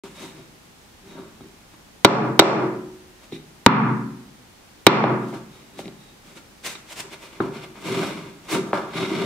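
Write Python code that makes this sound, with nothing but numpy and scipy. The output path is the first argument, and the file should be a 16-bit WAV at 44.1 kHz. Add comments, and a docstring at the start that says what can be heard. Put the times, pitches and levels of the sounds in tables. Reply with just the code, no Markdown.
"""Loaf knocked out of its pan

A loaf pan is set down and knocked four times on a wooden board in a quiet, hard-walled kitchen, then tipped;
the crust slips out in short strokes and the pan is dragged off the loaf. Contact pulses and random slips
drive damped modes; shaped noise makes echoes and room tone. The blows overload a small stereo
microphone, whose gain control ducks and recovers while the room rings on."""
import sys
import numpy as np
from scipy import signal
from scipy.fft import rfft, irfft, next_fast_len
from scipy.io import wavfile
from scipy.ndimage import uniform_filter1d

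SR = 44100
rng = np.random.default_rng(int(sys.argv[2]) if len(sys.argv) > 2 else 0)


def store_pcm(level_fs):
    """Save levels as 16-bit WAV."""
    pcm = np.round(np.clip(level_fs, -1, 1) * 32767).astype(np.int16)
    wavfile.write(sys.argv[1], SR, np.atleast_2d(pcm).T)


N = 407925
PAD = next_fast_len(N + SR)
GRID_HZ = np.maximum(np.arange(PAD // 2 + 1) * SR / PAD, 1)


def from_db(db):
    """Amplitude factor of a level in dB."""
    return 10 ** (np.asarray(db) / 20)


def rms_one(x):
    """Scales x to an rms of 1."""
    return x / np.sqrt(np.mean(x ** 2) + 1e-20)


def at_hz(points, hz):
    """Reads a (Hz, value) table, linear in log frequency."""
    points = np.array(points)
    return np.interp(np.log(hz), np.log(points[:, 0]), points[:, 1])


def colour(x, spectrum):
    """Shapes x by a (Hz, dB) table."""
    return irfft(rfft(x, PAD) * from_db(at_hz(spectrum, GRID_HZ)), PAD)[..., :x.shape[-1]]


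def pair(mid, side, likeness):
    """Left and right from two unrelated signals, alike as the (Hz, likeness) table says."""
    alike = np.clip(at_hz(likeness, GRID_HZ), -1, 1)
    common = np.sqrt(1 + alike) * rfft(mid, PAD)
    opposed = np.sqrt(1 - alike) * rfft(side, PAD) * [[1], [-1]]
    return irfft(common + opposed, PAD)[:, :len(mid)]


def ring(force, modes, damping=1):
    """A unit click sets each mode ringing at its level; damping divides its t60."""
    out = 0
    for k, (hz, db, t60_s) in enumerate(modes):
        r = from_db(-60 * damping / (t60_s * SR))
        w = 2 * np.pi * hz / SR
        b, a = [0, from_db(db) * np.sin(w)], [1, -2 * r * np.cos(w), r * r]
        out = out + (-1) ** k * signal.lfilter(b, a, force + 1e-18)  # alternating polarity
    return out


# pan meets board: [start_s, table_db, board_db, base_db, walls_db, rim_db, contact_brightness_hz, rattle_db]
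BLOWS = [(1.406, -32, -53, -41, -43, -58, 1500, -21.5), (2.047, 7, 11.5, 12, 15, 11, 6500, 2),
         (2.054, -17, 5.5, 5.5, -13, -17, 6000, -12), (2.3926, 5, 15, 14, 17, 15, 8200, 2.5),
         (2.42, -17, 1.5, 8.5, -2, -7, 4000, -2), (3.3222, -27, -23, -40, -43.5, -35.5, 3030, -13.5),
         (3.6622, 12.5, 8, 5.5, 19.5, 17, 2510, -5.5), (4.8661, 10.5, 15, 13.5, 19.5, 19, 3970, -1),
         (5.039, -22, -20.5, -1.5, -3.5, -13, 3020, -11), (5.327, -37.5, -39, -29, -48, -46, 6000, -4),
         (5.79, -40, -34, -24.5, -36, -29.5, 6000, -4), (5.856, -56, -53, -55, -58, -33, 5000, -8),
         (5.879, -58, -45, -37, -42, -35.5, 5000, -2), (6.752, -57, -41, -50, -34, -31.5, 8000, 2),
         (7.402, -16, -10.5, -23, -13.5, -24.5, 1800, 5), (7.755, -54, -43, -60, -36, -42, 2500, -6),
         (8.7305, -23, -15, -10.5, -9.5, -16, 2200, -30)]
# modes, each [pitch_hz, level_db, t60_s at damping 1]; all damped by hands and loaf
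# table top
TABLE_MODES = [(136, 0, 0.077), (170.1, -3, 0.13), (210.4, 2, 0.088), (278.3, -0.5, 0.11)]
# wooden board
BOARD_MODES = [(317.6, -3, 0.16), (393.6, 1.5, 0.071), (421, -9, 0.014)]
# pan base
BASE_MODES = [(540.6, -1, 0.044), (665, 1, 0.03), (822, -4.5, 0.04)]
# pan walls
WALL_MODES = [(923, -3, 0.052), (1185, 1, 0.03), (1388, -1, 0.028), (1655, -4, 0.021)]
# pan rim
RIM_MODES = [(2084, -2, 0.042), (2424, -2.5, 0.046), (2824, -2.5, 0.028), (3355, -3, 0.034),
             (3560, -3, 0.03), (4314, -8.5, 0.041), (4750, -9.5, .02), (5530, -6.5, 0.017),
             (6400, -10.5, 0.012), (7600, -10, 0.016), (8200, -9, 0.0072), (10500, -5, 0.0034)]
# free ends of the pan
HANDLE_MODES = [(2200, -3.5, 0.031), (3780, 10.5, 0.028), (5600, -9, 0.04)]
RATTLE_MS = 5.9  # decay constant of a 0 dB rattle
RATTLE_STRETCH = 0.92  # a stronger one lasts longer by this share of its dB


def knocks():
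    """Each blow is one contact pulse with its own brightness; each ear also hears a rattle from its pan end."""
    force = np.zeros((5, 3, N))  # body; blow, left rattle, right rattle
    t = np.arange(900) / SR
    noises = rng.standard_normal((len(BLOWS), 2, len(t)))
    for (start_s, *parts_db, bright_hz, rattle_db), noise in zip(BLOWS, noises):
        decay_ms = RATTLE_MS * from_db(RATTLE_STRETCH * rattle_db)
        rattle = noise * np.exp(-t * 1000 / decay_ms)
        rattle = from_db(rattle_db) * rattle / np.sqrt(np.sum(rattle ** 2))
        contact = np.vstack([t == 0, rattle])
        lowpass = signal.butter(2, min(bright_hz, 18000), fs=SR, output="sos")
        filtered = signal.sosfilt(lowpass, contact)
        first = round(start_s * SR)
        force[:, :, first:first + len(t)] += from_db(parts_db)[:, None, None] * filtered
    table, board, base, walls, rim = force
    out = ring(walls, WALL_MODES, damping=2.63) + ring(rim, RIM_MODES, damping=4.32)
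    out[1:] += from_db(-3.5) * ring(rim[1:], HANDLE_MODES, damping=2.84)  # the free ends rattle
    # heavy parts feel only the blow
    out[0] += (ring(table[0], TABLE_MODES, damping=2.25)
               + ring(board[0], BOARD_MODES, damping=2.35)
               + ring(base[0], BASE_MODES, damping=1.6))
    return out


def grains(per_s, spread_db, clump_db):
    """Two unrelated streams of random slips of uneven size and sign, coming in clumps; rms 1."""
    sizes = from_db(spread_db * np.minimum(rng.exponential(1, (2, N)), 5))
    sizes = sizes * rng.choice([-1, 1], (2, N))
    knots = np.arange(N // 500 + 2)  # one per 500 samples
    clumps = np.interp(np.arange(N) / 500, knots, rng.standard_normal(len(knots)))
    slips = rng.random((2, N)) < per_s / SR
    return rms_one(sizes * from_db(clump_db * clumps) * slips)


# rubbing strokes: [full_s, rise_ms, hold_ms, fall_ms, board_db, walls_db, rim_db, handles_db, hiss_db]
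RUB_STROKES = [(0.038, 17, 3.5, 130, -45, -49, -55, -67, -51),
               (0.225, 130, 16, 117, -44, -50.5, -52, -52.5, -45.5),
               (0.37, 90, 16, 120, -49, -58, -61, -62, -58), (1.09, 84, 34, 98, -49.5, -66, -62, -63, -59),
               (1.18, 130, 17, 140, -43, -50, -61, -62, -72),
               (1.409, 18, 15, 87, -45, -59.5, -63, -66, -74), (1.735, 30, 8, 36, -56, -59, -64, -67, -65),
               (3.235, 60, 14, 49, -61, -58.5, -62, -67, -57),
               (3.324, 13, 36, 40, -42, -63.5, -51.5, -47.5, -58),
               (5.221, 40, 14, 100, -57, -44, -60.5, -65.5, -64),
               (5.29, 50, 13, 50, -49, -59, -65, -70, -52.5),
               (5.343, 30, 4.2, 63, -34, -41, -49, -70, -49.5),
               (5.54, 89, 60, 160, -62, -63, -60, -65, -63),
               (5.796, 58, 7.4, 63, -42, -51, -61, -51, -46.5), (5.86, 63, 19, 44, -41, -58, -60, -63, -60),
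               (6.01, 120, 90, 100, -72, -73.5, -71, -62.5, -68),
               (6.27, 56, 47, 70, -60, -61, -61.5, -70, -58),
               (6.365, 22, 10.5, 45, -48, -53, -53, -62, -51.5),
               (6.648, 15, 23, 97, -54, -62, -41, -48, -34), (6.91, 45, 20, 19, -63, -55, -50, -66, -42),
               (6.984, 42, 21.5, 39, -50, -52, -54, -64, -37),
               (7.055, 25, 6, 37, -48, -49.5, -56, -75, -62), (7.13, 50, 13, 39, -50, -48, -46.5, -60, -49),
               (7.228, 54, 14, 130, -58, -54, -51.5, -70, -50.5),
               (7.33, 120, 38, 60, -54, -56.5, -54.5, -71, -66),
               (7.424, 30, 22, 114, -30.5, -39, -50, -68, -58),
               (7.55, 46, 25, 125, -46.5, -46, -46.5, -67, -55),
               (7.635, 84, 10, 35, -58, -48, -46.5, -66, -59), (7.762, 20, 17, 90, -65, -51, -53, -71, -69),
               (7.875, 89, 23, 180, -31, -39.5, -39.5, -56, -42.5),
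               (7.961, 124, 87, 240, -29, -36.5, -38, -51, -44),
               (8.024, 37, 7, 22, -51, -32.5, -61, -65, -62), (8.28, 60, 12, 27, -54, -54, -53, -70, -64),
               (8.53, 20, 39, 82, -23, -38, -57, -65, -60), (8.522, 51, 27, 73, -36, -32, -34, -44, -33),
               (8.65, 110, 44, 71, -39, -45.5, -62, -67, -57),
               (8.739, 9.1, 10, 160, -32.5, -29.5, -40.5, -68, -50),
               (8.969, 63, 18, 440, -32.5, -36.5, -35.5, -45, -49),
               (9.04, 94, 8.7, 55, -25.5, -54, -55, -59, -61),
               (9.13, 87, 140, 90, -27.5, -38.5, -39.5, -52, -56)]
# crust and skin hiss spectrum: [pitch_hz, relative_level_db]
CRUST_SPECTRUM = [(700, -9), (1500, -9), (2500, -5.5), (4700, -10.5), (8300, -11.5), (11000, -17.5),
                  (15800, -23)]
# left-right likeness of the rubbing: [pitch_hz, likeness]
RUB_WIDTH = [(60, 0.18), (180, 1), (550, 0.91), (1650, 0.62), (4970, 0.43), (15000, 0.0)]
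SWELL_DB = 20  # change made in one rise_ms or fall_ms
TIPPED_S = 6.5  # the loaf is tipped out
TABLE_FULL_DB, TABLE_EMPTY_DB = -4, -7  # table gain in rubbing; the full pan weighs on it more


def rubs():
    """Slips shake board coarsely, pan finely; dry crust and skin hiss, across the whole width of the loaf."""
    t, power = np.arange(N) / SR, np.zeros((5, N))
    for full_s, rise_ms, hold_ms, fall_ms, *parts_db in RUB_STROKES:
        part = slice(max(round((full_s - .4) * SR), 0), round((full_s + 1) * SR))
        ms = 1000 * (t[part] - full_s)
        rising = np.maximum(-ms / max(rise_ms, 1), 0)
        falling = np.maximum(ms - max(hold_ms, 0), 0) / max(fall_ms, 1)
        swell = from_db(-SWELL_DB * (rising + falling))
        power[:, part] += (from_db(parts_db)[:, None] * swell) ** 2
    board, walls, rim, handles, hiss = np.sqrt(power)
    coarse = grains(500, spread_db=3.5, clump_db=0.0)
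    fine = grains(2500, spread_db=1.0, clump_db=1.5)
    table_gain = from_db(np.where(t < TIPPED_S, TABLE_FULL_DB, TABLE_EMPTY_DB))
    wood = ring(coarse, BOARD_MODES, damping=0.93)
    wood = rms_one(wood + table_gain * ring(coarse, TABLE_MODES, damping=0.72))
    metal = walls * rms_one(ring(fine, BASE_MODES + WALL_MODES, damping=1.7))
    metal += rim * rms_one(ring(fine, RIM_MODES, damping=3.5))
    metal += handles * rms_one(ring(fine[::-1], HANDLE_MODES))
    crust = rms_one(colour(grains(12000, spread_db=1.5, clump_db=2.0), CRUST_SPECTRUM))
    return pair(*(board * wood + metal + hiss * crust), RUB_WIDTH)


# echo decay: [pitch_hz, t60_s]
ECHO_T60 = [(100, 0.99), (250, 0.9), (700, 0.53), (1500, 0.66), (3000, 0.44), (6000, 0.42), (12000, 0.28)]
# echo spectrum: [pitch_hz, relative_level_db]
ECHO_SPECTRUM = [(60, -22), (100, -24.5), (130, -7), (400, -8), (1000, -3.5), (3000, -8), (8000, -2.5),
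                 (16000, -16.5)]
# left-right likeness of the echoes: [pitch_hz, likeness]
ECHO_WIDTH = [(100, 0.96), (400, 0.87), (1000, 0.43), (3000, -0.058), (16000, -0.88)]
# lowest standing waves: [pitch_hz, relative_level_db, t60_s]
STANDING_WAVES = [(127, 2, 0.84), (152.5, 4.5, 0.71), (175.9, -5.5, 1), (225.1, -5.5, 0.95),
                  (267.5, -1, 0.77), (369.6, -3, 1), (399.4, -1, 0.49)]


def kitchen(x):
    """Echoes as noise dying band by band, with the lowest standing waves on top."""
    t = np.arange(SR) / SR
    edges_hz = 60 * 2 ** np.arange(0, 8.4, .5)
    white = [colour(pair(*two, ECHO_WIDTH), ECHO_SPECTRUM) for two in rng.standard_normal((2, 2, SR))]
    tail = from_db(-28.0) * ring(1. * (t == 0), STANDING_WAVES)
    for k, (low_hz, high_hz) in enumerate(zip(edges_hz, edges_hz[1:])):
        bandpass = signal.butter(2, [low_hz, high_hz], "band", fs=SR, output="sos")
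        band = signal.sosfilt(bandpass, white[k % 2])  # neighbouring bands unrelated
        t60_s = at_hz(ECHO_T60, np.sqrt(low_hz * high_hz))
        tail = tail + band * from_db(-60 * t / t60_s)
    tail = tail * (1 - np.exp(-t / 0.0029))  # echoes build up
    return irfft(rfft(tail, PAD) * rfft(x, PAD), PAD)[:, :N]


# room tone spectrum: [pitch_hz, relative_level_db]
AIR_SPECTRUM = [(15, -51), (25, -11.5), (70, -10.5), (170, -12.5), (200, -9.5), (437, -16), (729, -18.5),
                (812, -15), (929, -18.5), (1180, -19.5), (1930, -21), (6310, -26.5), (15800, -36)]
# left-right likeness of the room tone: [pitch_hz, likeness]
AIR_WIDTH = [(60, 0.85), (180, 0.73), (550, 0.19), (1650, 0.033), (4970, 0.01), (15000, 0.077)]
AIR_DB = -50  # rms


def room_tone():
    """Steady stereo noise, shaped by the room tone spectrum."""
    noise = pair(*rng.standard_normal((2, N)), AIR_WIDTH)
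    return from_db(AIR_DB) * rms_one(colour(noise, AIR_SPECTRUM))


RIGHT_LAG_SAMPLES = 2  # right port is a little further


def scene():
    """Direct knocks and rubs at the two ports, plus their echoes and the room tone."""
    (blows, *rattles), strokes = knocks(), rubs()
    late = np.roll(blows, RIGHT_LAG_SAMPLES)
    air = room_tone()
    no_bass = signal.butter(4, 108, "high", fs=SR, output="sos")  # small bodies radiate no deep bass
    near = signal.sosfilt(no_bass, np.array([blows, late]) + rattles + strokes)
    echoes = kitchen(signal.sosfilt(no_bass, blows + strokes[0]))
    return near * from_db([[.2], [-.2]]) + from_db(-35.5) * echoes + air


SILENT_UNTIL_S = .036  # silent until then
CUTOFF_HZ = 16000
THRESHOLD_DB, CUT_PER_DB, MAX_CUT_DB = -13, 0.66, 22
RELEASE_DB_PER_S, ATTACK_S = 72.6, 0.0021


def record(dry):
    """Gain drops for what exceeds a threshold, too late for the blow itself, which clips; then it climbs back."""
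    climb_db = RELEASE_DB_PER_S * np.arange(N) / SR
    power = uniform_filter1d(np.mean(dry ** 2, axis=0), 300, origin=149)  # over the last 300 samples
    level_db = 10 * np.log10(power + 1e-12)
    cut_db = np.clip(CUT_PER_DB * (level_db - THRESHOLD_DB), 0, MAX_CUT_DB)
    cut_db = np.maximum.accumulate(cut_db + climb_db) - climb_db  # slow release
    r = np.exp(-1 / (ATTACK_S * SR))
    cut_db = signal.lfilter([(1 - r) ** 2], [1, -2 * r, r * r], cut_db)  # late attack
    own_hiss = from_db(-74) * rng.standard_normal(dry.shape)  # converter noise, behind the gain stage
    clipped = np.clip(dry * from_db(-cut_db) + own_hiss, -1, 1)
    clipped = clipped * (np.arange(N) > SILENT_UNTIL_S * SR)
    lowpass = signal.cheby2(12, 40, CUTOFF_HZ + 100, fs=SR, output="sos")
    return np.clip(signal.sosfilt(lowpass, clipped), -1, 1)


dry = scene()
out = record(dry)
store_pcm(out)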